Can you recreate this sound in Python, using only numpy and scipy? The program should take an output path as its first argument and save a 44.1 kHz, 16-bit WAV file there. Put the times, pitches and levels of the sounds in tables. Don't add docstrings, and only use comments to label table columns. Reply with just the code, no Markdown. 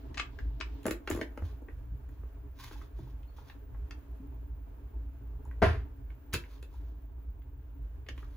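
import sys
import numpy as np
from scipy import signal
from scipy.fft import rfft, irfft
from scipy.io import wavfile

SR = 44100
rng = np.random.default_rng(int(sys.argv[2]) if len(sys.argv) > 2 else 0)


def to_wav(s):
    ch = np.atleast_2d(s).T
    pcm = np.round(np.clip(ch, -1, 1) * 32767)
    wavfile.write(sys.argv[1], SR, pcm.astype(np.int16))


N = 368676

AHEAD_PAN_DB = 1


def amp(db):
    return 10 ** (np.asarray(db) / 20)


def rms_one(x):
    return x / np.sqrt(np.mean(x ** 2) + 1e-20)


def peak_one(x):
    return x / (np.max(np.abs(x)) + 1e-12)


def in_time(rows):
    s, *columns = np.transpose(rows)
    return [np.interp(np.arange(N) / SR, s, column) for column in columns]


def at_hz(points, hz):
    point_hz, value = np.array(points).T
    return np.interp(np.log(hz + 1), np.log(point_hz + 1), value)


def colour(x, spectrum):
    hz = np.arange(x.shape[-1] // 2 + 1) * SR / x.shape[-1]
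    return irfft(rfft(x) * amp(at_hz(spectrum, hz)), x.shape[-1])


def band(x, low_hz, high_hz):
    return signal.sosfilt(signal.butter(2, [low_hz, high_hz], "band", fs=SR, output="sos"), x)


def drift(rate_hz):
    pole = np.exp(-80 * np.pi * rate_hz / SR)
    noise = rng.standard_normal(N // 40 + 2002)
    slow = signal.lfilter([1], [1, -2 * pole, pole * pole], noise)[2000:]
    return np.interp(np.arange(N) / 40, np.arange(len(slow)), rms_one(slow))


def ring(x, hz, t60_s):
    r, w = amp(-60 / (t60_s * SR)), 2 * np.pi * hz / SR
    return signal.lfilter([0, np.sin(w)], [1, -2 * r * np.cos(w), r * r], x)


def stereo_noise():
    # (f/Hz, correlation from -1 to 1)
    likeness = [(60, 0.99), (130, 0.94), (290, 0.86), (640, 0.4), (1410, 0.02), (3100, 0.04), (6820, -0.2),
                (15000, 0.82)]
    mid, side = rfft(rng.standard_normal((2, N)))
    alike = np.clip(at_hz(likeness, np.arange(len(mid)) * SR / N), -1, 1)
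    opposed = np.array([[1], [-1]])
    return irfft(np.sqrt(1 + alike) * mid + np.sqrt(1 - alike) * side * opposed, N)


def resonate(x, peaks):
    lead_in = SR // 4
    x = np.c_[x[:, -lead_in:], x]
    out = 0
    for k, (hz, width_hz, level_db) in enumerate(peaks):
        r = np.exp(-np.pi * width_hz / SR)
        sos = [[0.99, 0.0016, -1, 1, -2 * r * np.cos(2 * np.pi * hz / SR), r * r]] * 2
        resonance = rms_one(signal.sosfilt(sos, x)[:, lead_in:])
        out = out + (-1) ** k * amp(level_db) * resonance
    return rms_one(out)


def add(out, sound, s, pan_db):
    at = round(s * SR)
    panned = amp([[pan_db / 2], [-pan_db / 2]]) * sound
    out[:, at:at + len(sound)] += panned[:, :N - at]


def rattle(t60_s, size):
    t = np.arange(size) / SR
    burst = rng.standard_normal(size) * amp(-60 * t / t60_s) * np.minimum(t / 0.0018, 1)
    burst[0] = 2.2
    return burst


def machinery():
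    # (t/s, rumble level/dB, drone level/dB)
    machine_levels = [(0.0, -45.5, -52), (0.25, -41.5, -55.5), (0.56, -37.5, -55), (1.21, -45.5, -57),
                      (1.61, -39.5, -61), (3.51, -43.5, -60), (3.63, -40, -59.5), (5.33, -42.5, -58.5),
                      (5.78, -36.5, -58), (6.17, -45.5, -60.5), (7.5, -42, -61.5), (8.36, -42, -62)]
    # (f/Hz, width/Hz, relative level/dB)
    rumble_peaks = [(56.56, 19.5, 3.5), (59.5, 4.45, 0), (72.4, 68, -22), (122.1, 19.6, -17)]
    # (f/Hz, width/Hz, relative level/dB)
    drone_peaks = [(281.5, 29, -1.5), (350, 166, -18), (421.7, 40, -8), (222, 230, -11.5), (657, 39, -16),
                   (862, 290, -12)]
    # (f/Hz, relative level/dB per Hz)
    hiss_spectrum = [(290, -31), (500, -5), (787, -14), (1020, -12.5), (1300, -13.5), (1600, -13),
                     (1950, -20), (2500, -21), (3200, -26), (5000, -33), (7200, -32), (8540, -41),
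                     (11600, -29), (13600, -50), (16500, -53)]
    # (t/s, level/dB)
    hiss_levels = [(0, -68), (3, -68.5), (6.5, -69), (7.2, -71), (7.9, -71), (8.36, -69.5)]
    # (f/Hz, width/Hz, relative level/dB)
    whine_peak = (15350, 150, 0)
    drone_lag_s = .00042
    whine_db = -76.5

    rumble_db, drone_db = in_time(machine_levels)
    rumble = amp(rumble_db + 1.92 * drift(5.6)) * resonate(stereo_noise(), rumble_peaks)
    drone = amp(drone_db + 2.7 * drift(27)) * resonate(stereo_noise(), drone_peaks)
    drone[1] = np.roll(drone[1], round(drone_lag_s * SR))
    hiss_db = in_time(hiss_levels)[0] + drift(6) + drift(.8)
    hiss = amp(hiss_db) * rms_one(colour(stereo_noise(), hiss_spectrum))
    whine = amp(whine_db + 0.83 * drift(40)) * resonate(stereo_noise(), [whine_peak])
    right_lean = amp([[-.4], [.4]])
    return right_lean * (rumble + drone) + hiss + whine


def pouring():
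    level_db, until_s, low_hz, high_hz = -73, .85, 1400, 4200
    flowing = np.clip((until_s - np.arange(N) / SR) / .03, 0, 1)
    return amp(level_db + 2 * drift(5.9)) * flowing * rms_one(band(stereo_noise(), low_hz, high_hz))


def kitchen(x):
    # (f/Hz, t60/s, band gain/dB)
    room_bands = [(100, 0.25, -2.5), (500, 0.25, -7), (1560, 0.23, -4.5), (3180, 0.16, -2),
                  (8000, 0.15, -3)]
    t, walls = np.arange(SR // 2) / SR, 0
    hz, t60_s, level_db = np.transpose(room_bands)
    for low in 60 * 2. ** np.arange(8):
        tail = band(stereo_noise()[:, :SR // 2], low, 2 * low)
        centre = np.sqrt(2) * low
        gain_db = at_hz(np.c_[hz, level_db], centre)
        decay_db = 60 * t / at_hz(np.c_[hz, t60_s], centre)
        walls = walls + tail * amp(gain_db - decay_db) * (t > .003)
    walls = walls / np.sqrt(np.sum(walls ** 2) / 2)
    return signal.fftconvolve(x[None], walls, axes=1)[:, :N]


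def faint_tone():
    # (t/s, length/s, f/Hz, peak level before panning/dB)
    tone_row = (3.268, .05, 4300, -75)
    s, length_s, hz, peak_db = tone_row
    out, size = np.zeros((2, N)), round(length_s * SR)
    wavering_hz = hz * (1 + 0.02 * drift(60)[:size])
    tone = np.sin(2 * np.pi * np.cumsum(wavering_hz) / SR)
    add(out, amp(peak_db) * np.sqrt(np.hanning(size)) * tone, s, AHEAD_PAN_DB)
    return out


def thuds():
    # (t/s, peak level before panning/dB, f/Hz, t60/s)
    thud_rows = [(0.862, -52, 134, .1), (1.114, -31, 103, 0.081), (1.422, -28.5, 84, 0.1),
                 (1.919, -36.5, 125, 0.069), (2.192, -46.5, 123, 0.074), (3.002, -35.5, 126, 0.19),
                 (4.2, -40.5, 276, 0.48), (5.629, -23, 112, 0.37), (5.657, -24.5, 80.8, 0.29),
                 (6.336, -24.5, 116, 0.024)]
    out = np.zeros((2, N))
    push = np.r_[np.hanning(200), np.zeros(20000)]
    for s, peak_db, hz, t60_s in thud_rows:
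        add(out, amp(peak_db) * peak_one(ring(push, hz, t60_s)), s, pan_db=-1.0)
    return out


def knock():
    # (t/s, reference level/dB; the body peaks 5 dB below it, the clatter 15 dB)
    bounces = [(5.6195, -11.5), (5.624, -7.5), (5.633, -10.5), (5.64, -15), (5.657, -25)]
    # (f/Hz, relative peak level/dB, t60/s)
    worktop_modes = [(289, -6.5, 0.18), (448.4, 3.5, 0.048), (665, -5, 0.085), (672, 4, 0.07),
                     (732, -5, 0.073), (905, -0.5, 0.067), (994, -4, 0.045), (1185, -7, 0.08),
                     (1347, -8.5, 0.044), (1544, -7, 0.066), (1720, -14.5, 0.035)]
    # (f/Hz, relative level/dB per Hz)
    clatter_spectrum = [(76, -37), (130, -12), (183, -37), (430, 1), (571, -20.5), (658, -18), (789, -12.5),
                        (1600, -9), (5520, -32.5), (8630, -46.5), (10400, -38), (15500, -57), (16500, -59)]
    out, size = np.zeros((2, N)), 20000
    t = np.arange(size) / SR
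    clatter_envelope = amp(-60 * t / 0.31) * np.minimum(t / 0.00079, 1)
    for s, level_db in bounces:
        hit = rattle(0.032, size)
        body = sum(amp(mode_db) * peak_one(ring(hit, hz, t60_s)) for hz, mode_db, t60_s in worktop_modes)
        clatter = colour(rng.standard_normal(size), clatter_spectrum) * clatter_envelope
        sound = amp(level_db - 5.0) * peak_one(body) + amp(level_db - 15) * peak_one(clatter)
        add(out, sound, s, pan_db=3.0)
    return out


def stroke(start_s, length_s, level_db):
    rise_s, rise_db = .05, 22
    sag_db_per_s, release_db_per_s = 65, 240
    t = np.arange(N) / SR - start_s
    rising_db = rise_db * np.minimum(t / rise_s - 1, 0)
    sagging_db = sag_db_per_s * np.maximum(t - rise_s, 0)
    release_db = release_db_per_s * np.maximum(t - length_s, 0)
    return amp(level_db + rising_db - sagging_db - release_db)


def rubbing():
    # (t/s, length/s, level at full pressure/dB)
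    strokes = [(0.84, 0.06, -88), (1.055, 0.16, -57.5), (1.4, 0.1, -65), (2.073, 0.11, -78.5),
               (2.557, 0.27, -54.5), (2.927, 0.21, -68.5), (3.323, 0.09, -69), (3.431, 0.054, -63.5),
               (6.345, 0.35, -68), (6.468, 0.074, -68), (6.676, 0.14, -71.5), (6.796, 0.38, -75.5),
               (8.128, 0.1, -69), (8.246, .2, -74.5)]
    # (f/Hz, relative level/dB per Hz)
    rub_spectrum = [(500, -25), (760, -14), (890, -4.5), (1050, -1), (1300, -11), (1570, -7.5),
                    (1800, -11.5), (2500, -13), (2930, -16.5), (3290, -11), (3900, -13), (4900, -18),
                    (6300, -18), (7500, -22), (8600, -40), (10000, -18.5), (13300, -25), (15200, -15),
                    (16500, -35)]
    slips_per_s, slip_spread_db, clumps_db = 6000.0, 4.3, 3
    treble_hz, dulling = 4860, 0.15

    happens = rng.random(N) < slips_per_s / SR
    slip_size = amp(slip_spread_db * np.minimum(rng.exponential(1, N), 4))
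    slips = happens * slip_size * rng.choice([-1, 1], N)
    grain = rms_one(colour(slips, rub_spectrum)) * amp(clumps_db * drift(40))
    pressure = sum(stroke(*row) for row in strokes)
    treble_gain = (pressure / pressure.max()) ** dulling
    treble = signal.sosfilt(signal.butter(2, treble_hz, "high", fs=SR, output="sos"), grain)
    body = signal.sosfilt(signal.butter(2, treble_hz, fs=SR, output="sos"), grain)
    return pressure * (body - treble_gain * treble) * np.ones((2, 1))


def taps():
    # (t/s, lid level/dB, centre of the lid's ring f/Hz, cup boom level/dB, crack level/dB)
    tap_rows = [(0.144, -42, 3600, -49, -47), (0.173, -31, 2900, -57, -57), (0.178, -28.5, 2570, -56, -37),
                (0.188, -38, 3000, -60, -53), (0.197, -21, 2400, -41, -41), (0.202, -43, 3200, -51, -58),
                (0.388, -37, 1540, -52, -74), (0.602, -37.5, 3880, -40.5, -48),
                (0.61, -25.5, 2340, -69, -59), (0.831, -54, 3030, -61, -49), (0.843, -51, 3050, -55, -52),
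                (0.855, -33, 1170, -22.5, -38), (0.865, -28, 1210, -23.5, -22.5),
                (0.881, -29.5, 1560, -22, -51), (0.909, -26.5, 1900, -24, -24.5),
                (1.075, -26.5, 1450, -34, -42), (1.101, -38.5, 1010, -22, -22.5),
                (1.111, -28, 1220, -49, -50), (1.124, -52, 1230, -32, -37), (1.148, -52, 1230, -33, -39),
                (1.162, -43, 1300, -43, -39), (1.174, -45, 1520, -29, -40), (1.19, -41, 1290, -33.5, -55),
                (1.213, -27.5, 1950, -26, -39), (1.375, -37, 1240, -35.5, -49),
                (1.421, -46.5, 1220, -38.5, -59), (1.62, -79, 945, -43.5, -62.5),
                (1.685, -44.5, 1490, -43, -72), (2.09, -59.5, 1690, -54, -58),
                (2.233, -53.5, 1160, -48, -68), (2.711, -43, 1270, -45.5, -72), (2.755, -50, 915, -59, -75),
                (2.814, -45.5, 1200, -50, -76), (2.989, -56, 960, -40.5, -77), (3.070, -54, 890, -54, -70),
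                (3.23, -59.5, 3180, -62, -65), (3.383, -49.5, 894, -54, -82), (3.417, -56, 886, -57, -78),
                (3.499, -41, 2390, -72, -67), (3.745, -54, 1220, -57, -68), (3.909, -38.5, 2920, -84, -52),
                (5.452, -50, 850, -62, -53), (5.512, -47.5, 1620, -74, -64), (6.102, -50, 2170, -54, -69),
                (6.326, -47, 3200, -61.5, -52), (6.331, -30.5, 3270, -58, -34),
                (6.337, -30.5, 1880, -45, -18.5), (6.341, -20.5, 3370, -32.5, -51),
                (6.349, -27.5, 3800, -31.5, -50), (6.438, -46.5, 2220, -61, -74),
                (6.627, -43.5, 3130, -47.5, -45), (7.419, -60, 2600, -70, -75),
                (6.739, -52.5, 870, -72, -60), (8.065, -49.5, 2550, -59, -66),
                (8.087, -33, 2410, -44.5, -49), (8.178, -44, 2520, -50, -54),
                (8.228, -45.5, 1200, -58, -66)]
    # (f/Hz, relative peak level/dB, t60/s)
    lid_modes = [(900, 0, .02), (1230, 0, .012), (1580, 1, .012), (1850, 0, .008), (2200, 0, .006),
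                 (2650, -1, .004), (3200, -3, .003), (3900, -1, .003), (4700, -1, .002), (5700, -3, .002),
                 (6900, -3, .002)]
    # (f/Hz, relative drive level/dB, t60/s)
    cup_modes = [(112, -2.5, 0.085), (282.4, -11.5, 0.12), (343.6, 3.5, 0.029), (437.6, -6, 0.05),
                 (552, -10.5, 0.024)]
    # (f/Hz, relative level/dB per Hz)
    crack_spectrum = [(2000, -23), (3500, -9), (5000, 1.5), (7100, 29), (8400, 13), (10500, 26),
                      (13300, 15.5), (15500, 19.5), (16500, -6.5)]
    rattle_t60_s, crack_t60_s, size = .019, .011, 6000
    left_until_s, left_pan_db, left_top_hz = .8, 7, 8000
    ring_fall_db_per_octave = 14.5
    soft_below_db, soft_narrowing = -34, .9

    out = np.zeros((2, N))
    crack_filter = colour(np.eye(1, 128, 64)[0], crack_spectrum)
    for s, lid_db, centre_hz, cup_db, crack_db in tap_rows:
        from_left = s < left_until_s
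        hit = rattle(rattle_t60_s, size)
        strength_db = rng.normal(0, 3, len(lid_modes) + len(cup_modes))

        fall_db = ring_fall_db_per_octave + soft_narrowing * max(soft_below_db - lid_db, 0)
        lid = 0
        for k, (hz, mode_db, t60_s) in enumerate(lid_modes):
            near_db = mode_db - fall_db * abs(np.log2(hz / centre_hz))
            lid = lid + amp(near_db + strength_db[k]) * peak_one(ring(hit, hz, t60_s))
        top_hz = 1.9 * centre_hz if lid_db < soft_below_db - 6 else 8100
        lid = band(band(lid, 773, top_hz), 773, top_hz)

        cup = 0
        for k, (hz, mode_db, t60_s) in enumerate(cup_modes):
            cup = cup + amp(mode_db + strength_db[-1 - k]) * ring(hit, hz, t60_s)
        cup = band(cup, 222, 670)

        crack = np.convolve(rattle(crack_t60_s, size), crack_filter)[64:64 + size]
        if from_left:
            crack = band(band(crack, 2000, left_top_hz), 2000, left_top_hz)

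        add(out, amp(lid_db) * peak_one(lid), s, left_pan_db if from_left else AHEAD_PAN_DB)
        add(out, amp(crack_db) * peak_one(crack), s, pan_db=2.5)
        add(out, amp(cup_db) * peak_one(cup), s, pan_db=3.0)
    return out


def scene():
    # (f/Hz, phase by which the left leads/rad)
    left_lead = [(0, 0), (950, 0.3), (2070, 0), (2900, 1.3), (5500, 1.5), (6200, -0.3), (6900, -0.8),
                 (8100, -2.9), (9100, -3.5), (10300, -5.7), (11200, -6.4), (12800, -8.9), (14000, -9.8),
                 (15100, -12.2), (16700, -12.5)]
    kitchen_db = -3
    drier_room_db = -1

    drier = taps() + rubbing() + faint_tone()
    roomier = knock() + thuds()
    left, right = drier + roomier
    room_feed = (amp(drier_room_db) * drier + roomier).mean(axis=0)
    wet = amp(kitchen_db) * kitchen(room_feed)
    lag = at_hz(left_lead, np.arange(N // 2 + 1) * SR / N)
    right = irfft(rfft(right) * np.exp(-1j * lag), N)
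    return np.array([left, right]) + wet + machinery() + pouring()


def record(dry):
    return signal.sosfilt(signal.ellip(10, .5, 80, 16000, fs=SR, output="sos"), dry)


dry = scene()
out = record(dry)
to_wav(out)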